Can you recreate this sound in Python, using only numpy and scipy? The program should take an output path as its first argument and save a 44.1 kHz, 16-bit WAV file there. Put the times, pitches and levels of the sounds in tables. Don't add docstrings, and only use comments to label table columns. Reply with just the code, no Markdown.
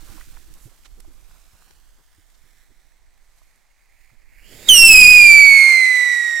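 import sys
import numpy as np
from scipy import signal
from scipy.fft import rfft, irfft
from scipy.io import wavfile
from scipy.ndimage import map_coordinates

SR = 44100
rng = np.random.default_rng(int(sys.argv[2]) if len(sys.argv) > 2 else 0)


def to_wav(sig):
    pcm = np.clip(np.atleast_2d(sig), -1, 1) * 32767
    pcm = np.round(pcm).astype(np.int16)
    wavfile.write(sys.argv[1], SR, pcm.T)


def attenuation_scalar(level_db):
    decades = np.asarray(level_db, float) / 20
    return 10 ** decades


N = 282240
TIME = np.arange(N) / SR
PUFF_T = np.arange(8192) / SR
CATCH_S = 4.69

# [t/s, level/dB]
GROUND = [(.6, -14), (1.1, -3), (4.3, -7), (5.1, -5.5), (5.14, -13), (5.4, -16), (5.7, -30)]


def unit(x):
    return x / np.sqrt(np.mean(x ** 2) + 1e-20)


def along(points, hz):
    f, v = np.transpose(points)
    return np.interp(np.log(hz + 1), np.log(f + 1), v)


def curves(rows):
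    s, *cols = np.transpose(rows)
    return [np.interp(TIME, s, c) for c in cols]


def since(s):
    return np.clip(TIME - s, 0, None)


def until(s):
    return np.clip(s - TIME, 0, None)


def wobble(rate_hz):
    knots = rng.standard_normal(int(N * rate_hz / SR) + 4)
    return unit(map_coordinates(knots, [TIME * rate_hz], prefilter=False))


def hiss(spectrum, alike):
    gain = attenuation_scalar(along(spectrum, np.fft.rfftfreq(N, 1 / SR)))
    a, b = irfft(rfft(rng.standard_normal((2, N))) * gain, N)
    turn = np.arccos(alike) / 2
    mid, side = np.cos(turn) * a, np.sin(turn) * b
    return unit(np.array([mid + side, mid - side]))


def panned(x, pan_db):
    return x * attenuation_scalar(np.array([[pan_db / 2], [-pan_db / 2]]))


def low_pass(x, hz):
    return signal.sosfiltfilt(signal.butter(2, hz, fs=SR, output="sos"), x)


def night():
    # [f/Hz, level/dB]
    hum = [(100, -13), (300, -15), (700, 0), (1200, -3.5), (3000, -9.5), (8000, -9.5), (15000, -34)]
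    return panned(attenuation_scalar(-69.0) * hiss(hum, alike=.6), pan_db=-4.0)


def walking():
    # [t/s, level/dB]
    walk = [(0, -5), (.12, 3), (.33, -5.5), (.37, -4), (.55, -4.5), (.75, -8), (.86, -8.5), (1, -9),
            (1.35, -6.5), (1.48, -9), (1.57, -7.5), (2.2, -21), (2.3, -10.5), (3.04, -28), (3.4, -10),
            (3.8, -29), (4.1, -22), (4.3, -24)]
    # [t/s, level/dB]
    breeze = [(0, -45.5), (.2, -46.5), (.35, -45), (.5, -47.5), (.8, -48), (1.1, -46), (1.6, -54.5),
              (2.2, -57.5), (3, -56), (3.7, -58), (4.4, -55.5)]
    # [f/Hz, level/dB]
    grass_colour = [(880, -32), (1500, -6), (3540, -6.5), (7880, -4), (10400, -9), (13100, -4),
                    (15400, -30)]
    # [f/Hz, level/dB]
    cloth_colour = [(88, -22), (150, 3), (270, -9), (319, -7), (481, -7), (1220, -3.5), (2500, -21),
                    (3250, -30), (5500, -120)]
    # [f/Hz, level/dB]
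    buffet_colour = [(4.7, -15), (8.0, 13), (32, 8), (129, -23.5), (165, -25.5), (275, -25.5), (323, -23),
                     (400, -28), (520, -32), (880, -120)]
    (bustle_db,), (breeze_db,) = curves(walk), curves(breeze)
    grass = attenuation_scalar(-56.5 + 0.97 * bustle_db + 1.4 * wobble(510)) * hiss(grass_colour, alike=0.37)
    cloth = attenuation_scalar(-62 + bustle_db + 3.6 * wobble(40)) * hiss(cloth_colour, alike=0.76)
    lumps = attenuation_scalar(2.9 * np.array([wobble(11), wobble(6.1)]))
    gusts = unit(lumps * hiss(buffet_colour, alike=0.021))
    buffet = attenuation_scalar(breeze_db + 3.0 - 3.2 * since(3.4)) * gusts
    return panned(grass + cloth, pan_db=-6.0) + panned(buffet, pan_db=-8.0)


def puff(hz, spread, length_s, pan_db):
    shared, own = rng.standard_normal(len(PUFF_T)), rng.standard_normal((2, len(PUFF_T)))
    edges_hz = [hz / spread, min(hz * spread, .35 * SR)]
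    band = signal.butter(2, edges_hz, "bandpass", fs=SR, output="sos")
    swell = np.sin(np.pi * np.clip(PUFF_T / length_s, 0, 1)) ** 2
    return panned(unit(signal.sosfilt(band, shared + own)) * swell, pan_db)


def knock(hz, db, creak_db):
    thud = np.sin(2 * np.pi * hz * PUFF_T)
    creak = attenuation_scalar(creak_db + 1.5) * np.sin(2 * np.pi * 315 * PUFF_T)
    t60_s, rise_s = 0.065, 0.0069
    return (thud + creak) * attenuation_scalar(db - 60 * PUFF_T / t60_s) * (1 - np.exp(-PUFF_T / rise_s))


def steps():
    # [t/s, level/dB, f/Hz, length/s, left-right/dB]
    groans = [
        (.141, -59.5, 315, .11, -19),
        (.147, -58, 205, 0.12, -13),
        (.501, -59.5, 320, .08, -15),
    ]
    # [t/s, level/dB, f/Hz, length/s, left-right/dB]
    scuffs = [(.129, -52, 1060, .02, -4), (.183, -52, 980, 0.022, -5), (.213, -44, 1600, 0.012, -1),
              (.371, -45, 1150, 0.016, -5), (.637, -57.5, 9300, 0.13, -12), (.721, -62, 520, .021, -4),
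              (.836, -54, 3500, .002, -11), (1.05, -56, 730, 0.019, -6), (1.313, -54, 1230, .008, 0),
              (1.455, -65, 3900, .008, 2), (1.623, -55, 960, 0.009, 3), (1.708, -60, 298, 0.017, 9),
              (2.35, -64, 4800, .03, 0), (3.418, -56, 800, 0.0054, -5), (3.513, -69, 1700, .006, -6),
              (3.56, -62, 9000, .008, -6), (4.101, -64, 1100, 0.011, -7)]
    # [t/s, level/dB, f/Hz, length/s, left-right/dB]
    snaps = [
        (.54, -48.5, 10000, 0.006, -16),
        (.858, -50, 1560, 0.036, -11),
        (1.004, -47, 3500, 0.011, -9),
        (1.71, -53.5, 1500, 0.0093, 11),
        (2.302, -57, 3300, 0.0065, 2),
        (3.385, -67, 2700, 0.036, -13),
    ]
    # [t/s, level/dB, f/Hz, creak/dB, soil/dB]
    thuds = [(.022, -40, 114, -4, -66), (0.09, -32.5, 84, -14, -72), (.269, -43, 120, -15, -63),
             (0.5, -46, 133, -12, -67), (0.653, -29, 117, -20, -55.5), (.967, -50, 81, -2, -55.5),
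             (1.074, -41.5, 81, -3, -62), (1.53, -42, 89, -27, -78), (1.968, -60, 81, -20, -69),
             (2.179, -42, 79.4, -10, -71), (2.436, -51.5, 127, -18, -71), (2.694, -46, 81, -14, -68),
             (4.118, -45, 110, -29.5, -67)]
    out = np.zeros((2, N + SR))
    for rows, spread in (groans, 1.06), (scuffs, 1.45), (snaps, 3.8):
        for s, db, hz, length_s, pan_db in rows:
            start = round((s - length_s / 2) * SR)
            out[:, start:start + len(PUFF_T)] += attenuation_scalar(db) * puff(hz, spread, length_s, pan_db)
    for s, db, hz, creak_db, soil_db in thuds:
        start = round(s * SR)
        soil = attenuation_scalar(soil_db) * puff(236, spread=1.6, length_s=0.046, pan_db=-11.5)
        out[:, start:start + len(PUFF_T)] += panned(knock(hz, db, creak_db)[None], pan_db=-7) + soil
    return out[:, :N]


def hedges(x):
    # [f/Hz, t60/s]
    decay = [(300, 7.8), (2000, 1.78), (5000, 1.04), (12000, 1.1)]
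    # [f/Hz, level/dB]
    echo_colour = [(2000, 4), (4000, 3), (8000, 6.5), (11000, 9), (14000, 10)]
    hz, t, z = signal.stft(rng.standard_normal((2, 3 * SR // 2)), SR, nperseg=256)
    onset = 1 - np.exp(-t / 0.055)
    level_db = along(echo_colour, hz)[:, None] - 60 * t / along(decay, hz)[:, None]
    tail = signal.istft(z * onset * attenuation_scalar(level_db), SR, nperseg=256)[1]
    tail = tail + .5 * tail[::-1]
    return signal.fftconvolve(x[None], tail / np.linalg.norm(tail[0]), axes=1)[:, :N]


def pitch():
    # [t/s, f/Hz]
    note = [(4.7, 3127), (4.79, 2751), (4.86, 2697), (4.95, 2540), (5.06, 2475), (5.12, 2497), (5.3, 2349),
            (5.86, 2028), (6.4, 1859)]
    settle_s = .006
    turn_s = CATCH_S - settle_s
    overshoot_hz = 680 * np.exp(-(since(turn_s) / settle_s) ** 2)
    return curves(note)[0] + overshoot_hz - 4000 * until(turn_s)


def lag():
    # [t/s, distance/m]
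    retreat = [(0, 2.7), (1.5, 5.02), (2.4, 6.95), (4.3, 9.02)]
    # [t/s, lag/whistle periods]
    climb = [(4.69, 1.33), (4.82, 1.65), (4.883, 2.5), (4.933, 3.5), (5.03, 6.05), (5.103, 8.5),
             (5.24, 13.5), (6.4, 40)]
    fuse_m, ear_m, sound_m_per_s = .5, 1.3, 343
    standing_s = 2 * fuse_m * ear_m / curves(retreat)[0] / sound_m_per_s
    return np.where(TIME < climb[0][0], standing_s, curves(climb)[0] / pitch())


def off_ground(x):
    earlier = np.arange(N) - lag() * SR
    late = np.array([map_coordinates(side, [earlier], mode="nearest") for side in low_pass(x, hz=11100)])
    return x + attenuation_scalar(curves(GROUND)[0]) * late


def far(x):
    share = np.clip(since(4.8) / 1.4, 0, 1)
    return (1 - share) * x + share * low_pass(x, hz=11200)


def fuse():
    # [t/s, level/dB]
    burn_level = [(0, -53.5), (.36, -59), (.85, -66.5), (1.42, -62.5), (2.2, -66), (3.02, -71), (3.4, -72),
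                  (4.38, -70), (4.45, -62)]
    # [f/Hz, level/dB]
    fuse_colour = [(400, -15), (800, -14), (1500, 0), (2500, -3), (4000, -2), (6000, -3.5), (9000, -2.5),
                   (12000, -8), (15500, -4)]
    # [f/Hz, level/dB]
    mouth = [(1100, -34), (1700, -10), (2150, -5.5), (2550, -12.5), (3000, -28)]
    fizz_db, = curves(burn_level)
    flare_s = 4.21
    flare_db = 46 * np.minimum(since(flare_s), .2) - 200 * np.minimum(since(4.39), .06)
    ring_db = -23 + 6 * TIME + flare_db
    spit = attenuation_scalar(fizz_db + 2.1 * wobble(8.2) + 1.9 * wobble(500) - 110 * since(4.4))
    fizz = attenuation_scalar(-0.5 - 90 * since(flare_s)) * hiss(fuse_colour, alike=0.73)
    ring = attenuation_scalar(ring_db) * hiss(mouth, alike=0.98)
    return panned(spit * (fizz + ring), pan_db=-7.5)


def jet():
    # [t/s, level/dB]
    thrust = [(4.25, -87), (4.42, -68.5), (4.48, -64.5), (4.67, -53), (4.69, -40.5), (4.88, -38.5),
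              (5.48, -39.5), (5.62, -41.5), (6.4, -50)]
    # [f/Hz, level/dB]
    roar_colour = [(150, -16), (500, -5.5), (1000, -1), (2000, 4), (3500, -6.5), (6000, -5.5)]
    # [f/Hz, level/dB]
    sizzle_colour = [(2500, -27), (4500, 3), (6000, 0), (8000, 7), (10500, -15), (13000, -10),
                     (16000, -2.5)]
    # [f/Hz, level/dB]
    rumble_colour = [(20, 8.5), (100, -2.5), (300, -3.5), (600, -5.5), (1200, -20)]
    lift_s, spent_s = 4.58, 5.32
    thrust_db, = curves(thrust)
    blast_db = np.clip(28 - 66 * since(lift_s) - 80 * until(lift_s - .05), 0, None)
    choked_db = -8 * np.minimum(until(CATCH_S + 0.08) / .1, 1)
    spent_db = -7.5 * np.minimum(since(spent_s) / 0.044, 1)
    sizzle_db = 15 - since(lift_s + 0.37) + choked_db + spent_db
    lit = attenuation_scalar(thrust_db - 90 * until(4.3) + 0.86 * wobble(45) + 0.8 * wobble(400))
    roar = attenuation_scalar(8.5) * hiss(roar_colour, alike=0.78)
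    sizzle = attenuation_scalar(sizzle_db - 260 * until(4.46)) * hiss(sizzle_colour, alike=0.24)
    in_tube = low_pass(low_pass(sizzle, hz=10500), hz=10500)
    sizzle = np.where(TIME < CATCH_S, in_tube, sizzle)
    rumble = attenuation_scalar(-17.5 + blast_db) * hiss(rumble_colour, alike=0.8)
    return panned(lit * (roar + sizzle + rumble), pan_db=-7.5)


def whistle():
    # [t/s, tone/dB, dulling of the overtones/dB]
    sung = [(4.7, -4.5, 6), (4.82, -8, -4.5), (5.0, -7, 1.5), (5.3, -8, 17), (5.6, -12.5, 13),
            (5.8, -17, 16), (6.1, -21.5, 13), (6.3, -25.5, 11.5), (6.4, -26, 9)]
    # [order, level over the tone/dB, share of the dulling, loss/(dB/s)]
    partials = [(1, 0, 0, 0), (2, -6, .25, 6), (3, -11, 1.1, 0.1), (4, -16, .75, 0.1), (5, -20, .7, 4),
                (6, -26, .6, 5), (7, -30, .5, 3), (8, -34, .5, 3)]
    (tone_db, dull_db), note_hz = curves(sung), pitch()
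    wait_s = until(CATCH_S)
    rise_db = np.maximum(5 - 4100 * wait_s, -26.5 - 350 * wait_s)
    unrest = attenuation_scalar(-9 * np.clip(TIME - 5.2, 0, 1))
    turns = np.cumsum(note_hz + unrest * (9 * wobble(250) + 5 * wobble(50))) / SR
    late_turns = np.interp(TIME - lag(), TIME, turns)
    ground = attenuation_scalar(curves(GROUND)[0])
    smear = attenuation_scalar(-28 + 6 * (TIME - sung[0][0]))
    tone = np.zeros(N)
    for order, db, share, loss_db_per_s in partials:
        lead, bounce = (0.15 / (order - 1), 0.41) if order > 1 else (0, 0)
        steep_db = 0.22 * (order - 1) * np.minimum(rise_db, 0)
        level_db = tone_db + db - share * dull_db - loss_db_per_s * since(CATCH_S) + rise_db + steep_db
        size = attenuation_scalar(level_db) * (order * note_hz < SR / 2)
        angle = 2 * np.pi * (order * turns + lead)
        late_angle = 2 * np.pi * (order * late_turns + lead + bounce)
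        blur = 2.2 * smear * (order - .9) ** .9
        in_phase, across = 1 + blur * wobble(200 * order), blur * wobble(200 * order)
        direct = in_phase * np.cos(angle) + across * np.sin(angle)
        tone += np.sqrt(2) * size * (direct + ground * np.cos(late_angle))
    breath_db = np.maximum(-24 - 1800 * wait_s, -56.5 - 237 * until(4.45))
    fading = unrest * attenuation_scalar(breath_db + tone_db - tone_db[0])
    angle = 2 * np.pi * turns
    breath = wobble(1100) * np.cos(angle) + wobble(1100) * np.sin(angle)
    return tone + fading * breath


def scene():
    note = whistle()
    rocket = panned(attenuation_scalar(-1.4) * note, pan_db=-9) + panned(attenuation_scalar(-13.5) * hedges(note), pan_db=-8.0)
    return night() + walking() + steps() + far(rocket + off_ground(fuse() + jet()))


def band_limit(x):
    return signal.sosfilt(signal.butter(12, 15590, fs=SR, output="sos"), x)


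def record(dry):
    top = np.where(dry > 0, .96, 1.01)
    flat = dry / (1 + np.abs(dry / top) ** 12) ** (1 / 12)
    shaved = flat - dry
    mix = flat - 0.53 * (low_pass(shaved, hz=110) - low_pass(shaved, hz=11))
    return band_limit(mix)


dry = scene()
out = record(dry)
to_wav(out)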